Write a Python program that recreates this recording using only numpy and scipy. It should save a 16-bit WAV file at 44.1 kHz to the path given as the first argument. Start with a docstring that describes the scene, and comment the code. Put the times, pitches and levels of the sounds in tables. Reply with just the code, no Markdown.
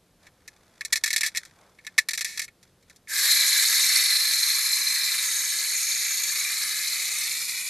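"""A small tin clockwork toy, held above a table in a small dead room, close to the microphone.
Over room noise and a faint hum, fingers rub and knock the toy and the key rings briefly as it is held.
The key is then wound by hand: the pawl snaps over its ratchet, rings the tin and rebounds; the key drags.
Last the spring is let go: uneven gear-tooth strikes shake frame and shell in a whirr that slowly weakens,
its ring changing as the toy is turned in the fingers, with a near reflection combing it."""
import sys
import numpy as np
from scipy import signal
from scipy.fft import rfft, irfft, next_fast_len
from scipy.io import wavfile
from scipy.ndimage import uniform_filter1d

SR = 44100
rng = np.random.default_rng(int(sys.argv[2]) if len(sys.argv) > 2 else 0)


def wav_out(sig):
    """Save sig, one row per channel (or a flat mono array), as 16-bit PCM at SR to the path in sys.argv[1]."""
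    wavfile.write(sys.argv[1], SR, np.round(np.clip(np.atleast_2d(sig).T, -1, 1) * 32767).astype(np.int16))


N = 339129  # samples
TIME = np.arange(N) / SR  # s


def gain_of(db):
    """Decibels to amplitude."""
    return 10 ** (np.asarray(db) / 20)


def evened(x):
    """Scales to unit rms."""
    return x / np.sqrt(np.mean(x ** 2) + 1e-20)


def follow(rows):
    """Each column of a curve after its time column, sample by sample."""
    s, *columns = np.transpose(rows)
    return [np.interp(TIME, s, column) for column in columns]


def add(mix, s, sound):
    """Mixes a sound in at time s, in place."""
    part = mix[round(s * SR):][:len(sound)]
    part += sound[:len(part)]


def colour(x, points, size=2048):
    """Causal minimum-phase filter with the given spectrum, drawn over log frequency."""
    point_hz, point_db = np.transpose(points)
    hz = abs(np.fft.fftfreq(size, 1 / SR))
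    db = np.interp(np.log(hz + 1), np.log(point_hz), point_db)
    log_gain = np.log(gain_of(db))
    # the Hilbert transform of the log gain gives the minimum phase
    taps = np.fft.ifft(np.exp(np.conj(signal.hilbert(log_gain)))).real
    return signal.oaconvolve(x, taps[:size // 2])[:len(x)]


def ring(x, hz, width):
    """A fixed resonance of gain 1 at its peak."""
    return signal.lfilter(*signal.iirpeak(hz, hz / width, SR), x)


def steep_ring(x, hz, width):
    """Two alike resonances in series: dark flanks."""
    return ring(ring(x, hz, 1.5 * width), hz, 1.5 * width)


def passed(x, hz, kind, order=2):
    """Low-pass or high-pass filter."""
    return signal.sosfilt(signal.butter(order, hz, kind, fs=SR, output="sos"), x)


def wobble(slow_hz, fast_hz):
    """Random motion of unit rms: nothing below the slow rate, fading above the fast one."""
    size = next_fast_len(N)
    hz = np.fft.rfftfreq(size, 1 / SR)
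    spectrum = rfft(rng.standard_normal(size)) * (hz > slow_hz) / (1 + (hz / fast_hz) ** 2)
    return evened(irfft(spectrum, size)[:N])


# spectrum of the quiet room: hz, relative_db_per_hz
ROOM_AIR = [(15, -27.5), (30, -5.5), (60, -4), (130, -2.5), (280, -7.5), (520, -8.5), (800, -17),
            (1400, -20), (2500, -22), (4000, -21), (7000, -25), (13000, -25.5)]
AIR_DB = -63.5
# faint hum: pitch_hz, level_db (rms)
HUM_TONES = [(89.6, -77.5), (179.4, -75.5)]


def air():
    """Steady room noise, and hum tones whose phase drifts a little."""
    hum = np.zeros(N)
    for hz, level_db in HUM_TONES:
        phase = 2 * np.pi * hz * TIME + .4 * wobble(0, 3)
        hum += gain_of(level_db) * np.sqrt(2) * np.sin(phase)
    return gain_of(AIR_DB) * evened(colour(rng.standard_normal(N), ROOM_AIR, size=8192)) + hum


# modes of the tin shell, gripped for winding: pitch_hz, width_hz, relative_db
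TIN_MODES = [(1775, 80, 4), (1900, 120, -4), (2150, 110, -1), (2460, 70, -8), (3900, 200, -6),
             (4220, 110, -5), (4660, 90, -12), (5300, 220, -11), (5680, 150, -9), (7230, 200, -12)]


def tin(x, vary_db=-0.5, detune=0.0078):
    """The modes of the gripped shell, a little different at every touch and too small to radiate bass."""
    modes = np.zeros(len(x))
    for hz, width, db in TIN_MODES:
        level_chance, pitch_chance = rng.standard_normal(2)
        modes += gain_of(db + vary_db * level_chance) * ring(x, hz * (1 + detune * pitch_chance), width)
    return passed(modes, 1515, "high", order=4)


# spectrum of metal on metal: hz, relative_db_per_hz
METAL_CRACK = [(150, -42), (700, -21.5), (1000, -12.5), (1450, 1), (1800, 1), (2400, 1), (2900, -19),
               (3400, 1.5), (3900, -2), (4800, -2), (6500, -1.5), (9000, -4.5), (13000, -7.5)]


def crack(x):
    """The broad crack of metal on metal."""
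    return colour(x, METAL_CRACK)


# spectrum of skin on skin: hz, relative_db_per_hz
SKIN_RUB = [(100, -16.5), (250, -7), (600, 5), (1200, 2), (2200, -5), (6000, -21.5)]
# fingers slide to a new hold: middle_s, half_length_s, rustle_db on the tin, rub_db of soft skin
FINGER_SLIDES = [(.25, 0.04, -61.5, -64), (.68, 0.29, -72, -70), (1.2, 0.32, -59, -72),
                 (1.45, 0.032, -54, -82), (1.63, .09, -79, -62), (1.95, 0.18, -69.5, -72),
                 (2.66, .04, -69.5, -93), (2.92, 0.035, -67, -80)]
HOLD_RUSTLE_DB, HOLD_RUB_DB = -81.5, -78  # fingers that only hold the toy
TICKS_PER_S, TICK_DB = 18, -8.5  # small random catches of skin on tin, relative to the rustle


def fingers(uneven_db=5.0, dull_hz=5000):
    """Fingers stick and slip on the tin and on each other; each slide swells and fades."""
    on_tin, on_skin = gain_of(HOLD_RUSTLE_DB), gain_of(HOLD_RUB_DB)
    for s, half_length, rustle_db, rub_db in FINGER_SLIDES:
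        swell = np.exp(-((TIME - s) / half_length) ** 2)
        on_tin = on_tin + gain_of(rustle_db) * swell
        on_skin = on_skin + gain_of(rub_db) * swell
    slip = rng.standard_normal(N) * gain_of(uneven_db * wobble(29.0, 50))
    rustle = evened(passed(crack(slip), dull_hz, "low", order=1))
    ticks = (rng.random(N) < TICKS_PER_S / SR) * rng.standard_normal(N)
    rustle = rustle + gain_of(TICK_DB) * evened(tin(ticks))
    return on_tin * rustle + on_skin * evened(colour(rng.standard_normal(N), SKIN_RUB))


SHIVER_T60 = .075  # s


def snap(level_db, treble_db, chatter_s=0.009, rise_s=0.0057, tail_db=-12, crack_db=-11.0,
         split_hz=3000, size=4096):
    """A contact lands and chatters for some milliseconds; the tin rings and the loose works shiver after it."""
    t = np.arange(size) / SR
    chatter = np.exp(-(t / chatter_s) ** 2) * rng.standard_normal(size)
    shiver = gain_of(tail_db - 60 * t / SHIVER_T60) * rng.standard_normal(size)
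    first_contact = np.exp(-t / .002) * rng.standard_normal(size)
    blow = first_contact + (chatter + shiver) * (1 - np.exp(-t / rise_s))
    sound = gain_of(crack_db) * crack(blow) + tin(blow)
    body = passed(sound, split_hz, "low", order=5)
    edge = passed(sound, split_hz, "high", order=5)
    head = t < .009  # levels are set over the first 9 ms
    sound = body / body[head].std() + gain_of(treble_db) * edge / edge[head].std()
    return gain_of(level_db) * sound / sound[head].std()


# fingers knock the key and the shell: start_s, level_db, treble_db over the shell ring
FINGER_KNOCKS = [(.268, -49.5, -6), (.478, -39.5, 1.5), (.809, -29.5, -6), (.85, -28.5, 7.5),
                 (1.452, -46.5, 13), (1.787, -48, -14), (1.848, -47, -4), (1.867, -33, -1.5),
                 (2.48, -44, -8.5), (2.629, -52.5, 7), (2.826, -61.5, 4), (2.898, -49.5, 1),
                 (2.961, -53, 17), (3.073, -44.5, -15)]
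THUD_DB, THUD_HZ, THUD_DECAY_S = -67.5, 230, .02


def knocks():
    """Hard contact of the fingers with key and shell, ringing the tin."""
    out = np.zeros(N)
    for s, level_db, treble_db in FINGER_KNOCKS:
        add(out, s, snap(level_db, treble_db))
    return out


def fingertip_bumps():
    """The soft, dull bump of a fingertip under each knock: decaying low-passed noise."""
    out, t = np.zeros(N), np.arange(SR // 5) / SR
    for s, _, _ in FINGER_KNOCKS:
        bump = evened(passed(rng.standard_normal(len(t)), THUD_HZ, "low"))
        add(out, s, gain_of(THUD_DB) * bump * np.exp(-t / THUD_DECAY_S))
    return out


# the key as the fingers take hold of it: start_s, pitch_hz, level_db (peak), t60_s
KEY_RING = (.812, 1130, -49, .07)


def key_ring():
    """The key rings briefly: one decaying sine."""
    out, t = np.zeros(N), np.arange(SR // 5) / SR
    s, hz, level_db, t60 = KEY_RING
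    add(out, s, gain_of(level_db - 60 * t / t60) * np.sin(2 * np.pi * hz * t))
    return out


# pawl drops off a ratchet tooth: start_s, level_db, treble_db over the shell ring,
# rebound_ms after the snap (2 or less for none)
PAWL_SNAPS = [(.925, -25, 0, 0), (.928, -16, 4.5, 0), (.957, -22, 3.5, 14), (1.038, -18, 3, 22.5),
              (1.077, -26, 3, 0), (1.105, -23, -1, 0), (1.13, -22, 3.5, 6.5), (1.162, -18, 3.5, 17.5),
              (1.209, -22, 6.5, 0), (1.233, -20, -3.5, 11.5), (1.263, -23, 5, 0), (1.349, -31.5, -7, 0),
              (1.359, -29.5, 1, 0), (1.372, -22, 5.5, 0), (1.98, -15, -9, 0), (1.984, -14, -0.5, 0),
              (2.087, -22.5, 3, 21.5), (2.134, -25.5, 4, 14.5), (2.176, -25.5, 4, 14.5),
              (2.209, -24.5, 4, 10), (2.246, -24.5, 6, -1), (2.375, -29, 4, -0.5), (2.394, -24.5, 2, 23),
              (2.443, -38, 7, 0)]
REBOUND_DB, REBOUND_TREBLE_DB = -6.5, 2  # a rebound is weaker and brighter than its snap


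def ratchet():
    """The pawl snaps over the ratchet teeth and sometimes rebounds."""
    out = np.zeros(N)
    for s, level_db, treble_db, rebound_ms in PAWL_SNAPS:
        add(out, s, snap(level_db, treble_db))
        if rebound_ms > 2:
            rebound = snap(level_db + REBOUND_DB, treble_db + REBOUND_TREBLE_DB)
            add(out, s + rebound_ms / 1000, rebound)
    return out


def drag(start, length, level_db, attack_s=0.0089, sag_db_per_s=83, release_s=0.0066):
    """Level of one drag: the key bites, eases and lets go."""
    t = np.maximum(TIME - start, 0)
    release = np.exp(-np.maximum(t - length, 0) / release_s)
    return np.minimum(t / attack_s, 1) * gain_of(level_db - sag_db_per_s * t) * release


# the key drags under load: start_s, length_s, level_db at the start, before the sag
KEY_DRAGS = [(1.05, 0.23, -36.5), (1.249, 0.036, -28), (2.253, 0.126, -34), (2.412, .03, -36.5)]


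def key_drags(scrape_db=-11):
    """Gritty noise of the loaded key, through the tin and as a scrape of metal."""
    grit = rng.standard_normal(N) * gain_of(0.86 * wobble(15, 200))
    scrape = evened(tin(grit, 0, 0) + gain_of(scrape_db) * crack(grit))
    return scrape * sum(drag(*row) for row in KEY_DRAGS)


# push of the unwinding spring: time_s, push_db relative to fully wound
SPRING_PUSH = [(3.25, 0.5), (3.42, -1), (3.85, -1), (4.4, -4), (5.4, -5.5), (7.2, -7), (7.69, -10)]
RELEASE_S, SPIN_UP_S = 3.078, .085  # the spring is let go; time constant of the spin-up


def push():
    """Force on the gear teeth, 1 when fully wound: a quick spin-up, then the spring's slow decline."""
    spin_up = 1 - np.exp(-np.maximum(TIME - RELEASE_S, 0) / SPIN_UP_S)
    return spin_up * gain_of(follow(SPRING_PUSH)[0])


def teeth(rate, jitter=.22, spread_db=1.5, grind_db=-2):
    """Loose gear teeth strike unevenly, each strike a brief noise burst, over a steady grind."""
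    turns = np.cumsum(rate * np.exp(jitter * wobble(5, 200))) / SR
    strikes = np.diff(np.floor(turns), prepend=0) * gain_of(spread_db * rng.standard_normal(N))
    contact = signal.lfilter([1], [1, -np.exp(-1 / (0.0014 * SR))], strikes) / np.sqrt(rate)
    grind = gain_of(grind_db) * rng.standard_normal(N)
    return evened(evened(contact) * rng.standard_normal(N) + grind)


def after(s, regrip_s=0.018):
    """A finger's smooth move from 0 to 1 around time s."""
    return .5 + .5 * np.tanh((TIME - s) / regrip_s)


# moments when the gears catch: start_s, level_db over the whirr
GEAR_CATCHES = [(3.3, 1), (3.953, 3.5), (4.105, 1.5), (4.311, 1.5)]


def clatter(decay_s=0.028):
    """Each catch kicks the gear train and dies away; in dB."""
    kicks, t = np.zeros(N), np.arange(SR // 10) / SR
    for s, db in GEAR_CATCHES:
        add(kicks, s, db * np.exp(-t / decay_s))
    return kicks


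# spectrum of the gear-tooth rattle: hz, relative_db_per_hz
TOOTH_RATTLE = [(200, -39.5), (520, -17), (780, -21), (1150, -6), (1500, -7), (2520, 0.5), (2850, -3.5),
                (3350, -4), (3750, 4.5), (4450, 4), (4850, 3), (6800, 6), (7600, 3.5), (13000, 2)]
# thin rings of the gear frame: pitch_hz, width_hz, relative_db
FRAME_RINGS = [(3830, 260, -11), (4465, 110, -10), (5290, 220, -15), (8585, 150, -16), (10460, 190, -17),
               (11390, 260, -17), (12980, 200, -17)]
# the shell, held by its ends: pitch_hz, width_hz, relative_db
SHELL_MODES = [(1750, 190, 0), (2060, 240, 0), (2350, 210, -1)]
# two rings that come and go with the grip: pitch_hz, width_hz
WHEEL_RING, AXLE_RING = (4125, 110), (6600, 300)
# each is free for a while and otherwise damped by the grip: start_s, end_s; free_db, damped_db
WHEEL_FREE, AXLE_FREE = (3.26, 5.2), (5.22, 6.45)
WHEEL_DB, AXLE_DB = (-1, -5.5), (-4, -16.5)
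# a firm hold damps the shell: start_s, end_s, level_db
SHELL_GRIPPED = (3.4, 6.4, -2.26)
ROOF_TOUCH_S, ROOF_DAMP_DB = 6.88, -15.5  # a fingertip lands on the roof
WHIRR_DB = -24  # gain on the summed layers
TEETH_PER_S, SPEED_EXPONENT = 875, .3  # mean strikes at full push; speed goes as a power of the push
LOW_MODE_DB = 2.5  # boost of the lowest shell mode over the highest, fully wound
# dB per dB of push, on top of the whirr's own fall
SHELL_GROWTH, LOW_MODE_GROWTH, RING_GROWTH, FRAME_GROWTH = -0.18, 1.39, 0.31, 0.33
RING_BUILD_S = .17  # frame, wheel and axle rings only bloom as the gears reach full speed


def whirr(rattle_db=2.5, shell_db=-5.5, frame_db=3, flutter_db=-0.44, throb_db=1.1):
    """The gear train shakes frame and shell; speed, level and colour all follow the push of the spring."""
    force = push()
    push_db = 20 * np.log10(np.maximum(force, .1))
    rate = TEETH_PER_S * gain_of(SPEED_EXPONENT * push_db)
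    out = gain_of(rattle_db) * evened(colour(teeth(rate), TOOTH_RATTLE))

    frame_drive = teeth(rate)
    frame = sum(gain_of(db) * evened(steep_ring(frame_drive, hz, width)) for hz, width, db in FRAME_RINGS)
    bloom = np.clip((TIME - RELEASE_S) / RING_BUILD_S, 0, 1)
    out += gain_of(frame_db + FRAME_GROWTH * push_db) * bloom * frame

    # a fingertip on the roof damps the lowest shell mode most, the highest not at all
    lowest_db = LOW_MODE_DB + LOW_MODE_GROWTH * follow(SPRING_PUSH)[0] + ROOF_DAMP_DB * after(ROOF_TOUCH_S)
    shell, power = np.zeros(N), np.zeros(N)
    for (hz, width, db), share in zip(SHELL_MODES, np.linspace(1, 0, len(SHELL_MODES))):
        size = gain_of(db + lowest_db * share ** 2)
        shell += size * evened(steep_ring(teeth(rate), hz, width))
        power += size ** 2
    held_from, held_until, held_db = SHELL_GRIPPED
    hold_db = held_db * (after(held_from) - after(held_until))
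    out += gain_of(shell_db + hold_db + SHELL_GROWTH * push_db) * shell / np.sqrt(power)

    ring_drive = teeth(rate) * gain_of(throb_db * wobble(25, 80))
    rings = (WHEEL_RING, WHEEL_FREE, WHEEL_DB), (AXLE_RING, AXLE_FREE, AXLE_DB)
    for (hz, width), (start, end), (free_db, damped_db) in rings:
        grip_db = damped_db + (free_db - damped_db) * (after(start) - after(end))
        sound = evened(steep_ring(ring_drive, hz, width))
        out += gain_of(grip_db + RING_GROWTH * push_db) * bloom * sound
    return out * force * gain_of(WHIRR_DB + clatter() + flutter_db * wobble(8.9, 31))


# nearest reflection as the toy is raised and lowered: time_s, lag_ms
ECHO_LAG = [(3.2, 2.4), (3.35, 3), (6.25, 3), (6.55, 2.35), (7.2, 2.35), (7.5, 2.05)]
ECHO_FULL_MS = 0.79  # the reflection's gain is this over its lag


def near_echo(x, echo_hz=4200):
    """A near, dulled reflection combs the whirr; it comes sooner and stronger as the toy is lowered."""
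    lag_ms = follow(ECHO_LAG)[0]
    dulled = signal.sosfiltfilt(signal.butter(2, echo_hz, fs=SR, output="sos"), x)
    return x + ECHO_FULL_MS / lag_ms * np.interp(TIME - lag_ms / 1000, TIME, dulled)


def patches(z, depth_db, hz, seconds):
    """Random swells of about this width and duration over short-time spectra."""
    field = rng.standard_normal(z.shape)
    for axis, span in enumerate((hz * 512 / SR, seconds * SR / 128)):  # in bins, then frames
        size = max(1, round(span))
        field = uniform_filter1d(uniform_filter1d(field, size, axis), size, axis)
    return z * evened(gain_of(depth_db * evened(field)))


def wandering_colour(x):
    """The whirr's colour wanders at random: slow narrow swells, and brief broad ones."""
    z = signal.stft(x, nperseg=512, noverlap=384)[2]
    z = patches(z, depth_db=1.7, hz=180, seconds=.3)
    z = patches(z, depth_db=1.4, hz=1100, seconds=.012)
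    return signal.istft(z, nperseg=512, noverlap=384)[1][:N]


# the tin radiates poorly between its two groups of modes: pitch_hz, width_hz, depth_db
HOLLOW = (2800, 330, -4)


def hollow(x):
    """The dip between the shell's modes and the frame's."""
    hz, width, depth_db = HOLLOW
    return x - (1 - gain_of(depth_db)) * ring(x, hz, width)


def reflections(x, t60, size=12000):
    """A decaying tail of sparse echoes with unit energy."""
    t = np.arange(size) / SR
    taps = rng.standard_normal(size) * (rng.random(size) < .25) * gain_of(-60 * t / t60)
    return signal.oaconvolve(x, taps / np.linalg.norm(taps))[:N]


def scattered(x):
    """Sound arriving from the sides: the same bursts and colour with unrelated phases."""
    z = signal.stft(x, nperseg=128)[2]
    turned = z * np.exp(2j * np.pi * rng.random(z.shape))
    return x.std() * evened(signal.istft(turned, nperseg=128)[1][:N])


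# stereo width: hz, side_over_mid_db
STEREO_WIDTH = [(3700, -55), (4200, -15), (4900, -8.5), (8000, -7.5), (10500, -11), (13000, -20)]


def scene(room_db=-27):
    """The toy in a small dead room; only the treble spreads sideways."""
    running = wandering_colour(near_echo(whirr()))
    hard_parts = hollow(fingers() + knocks() + ratchet() + key_drags() + running)
    toy = hard_parts + fingertip_bumps() + key_ring()
    mid = toy + gain_of(room_db) * reflections(toy, t60=0.12) + air()
    side = passed(colour(scattered(mid), STEREO_WIDTH), 4150, "high", order=16)
    return np.array([mid + side, mid - side])


EDGE_HZ = 13090


def record(dry):
    """A steep low-pass: nothing sounds above about 13 kHz."""
    taps = signal.firwin(601, EDGE_HZ, window=("kaiser", 6), fs=SR)
    return signal.oaconvolve(dry, taps[None], "same")


dry = scene()
out = record(dry)
wav_out(out)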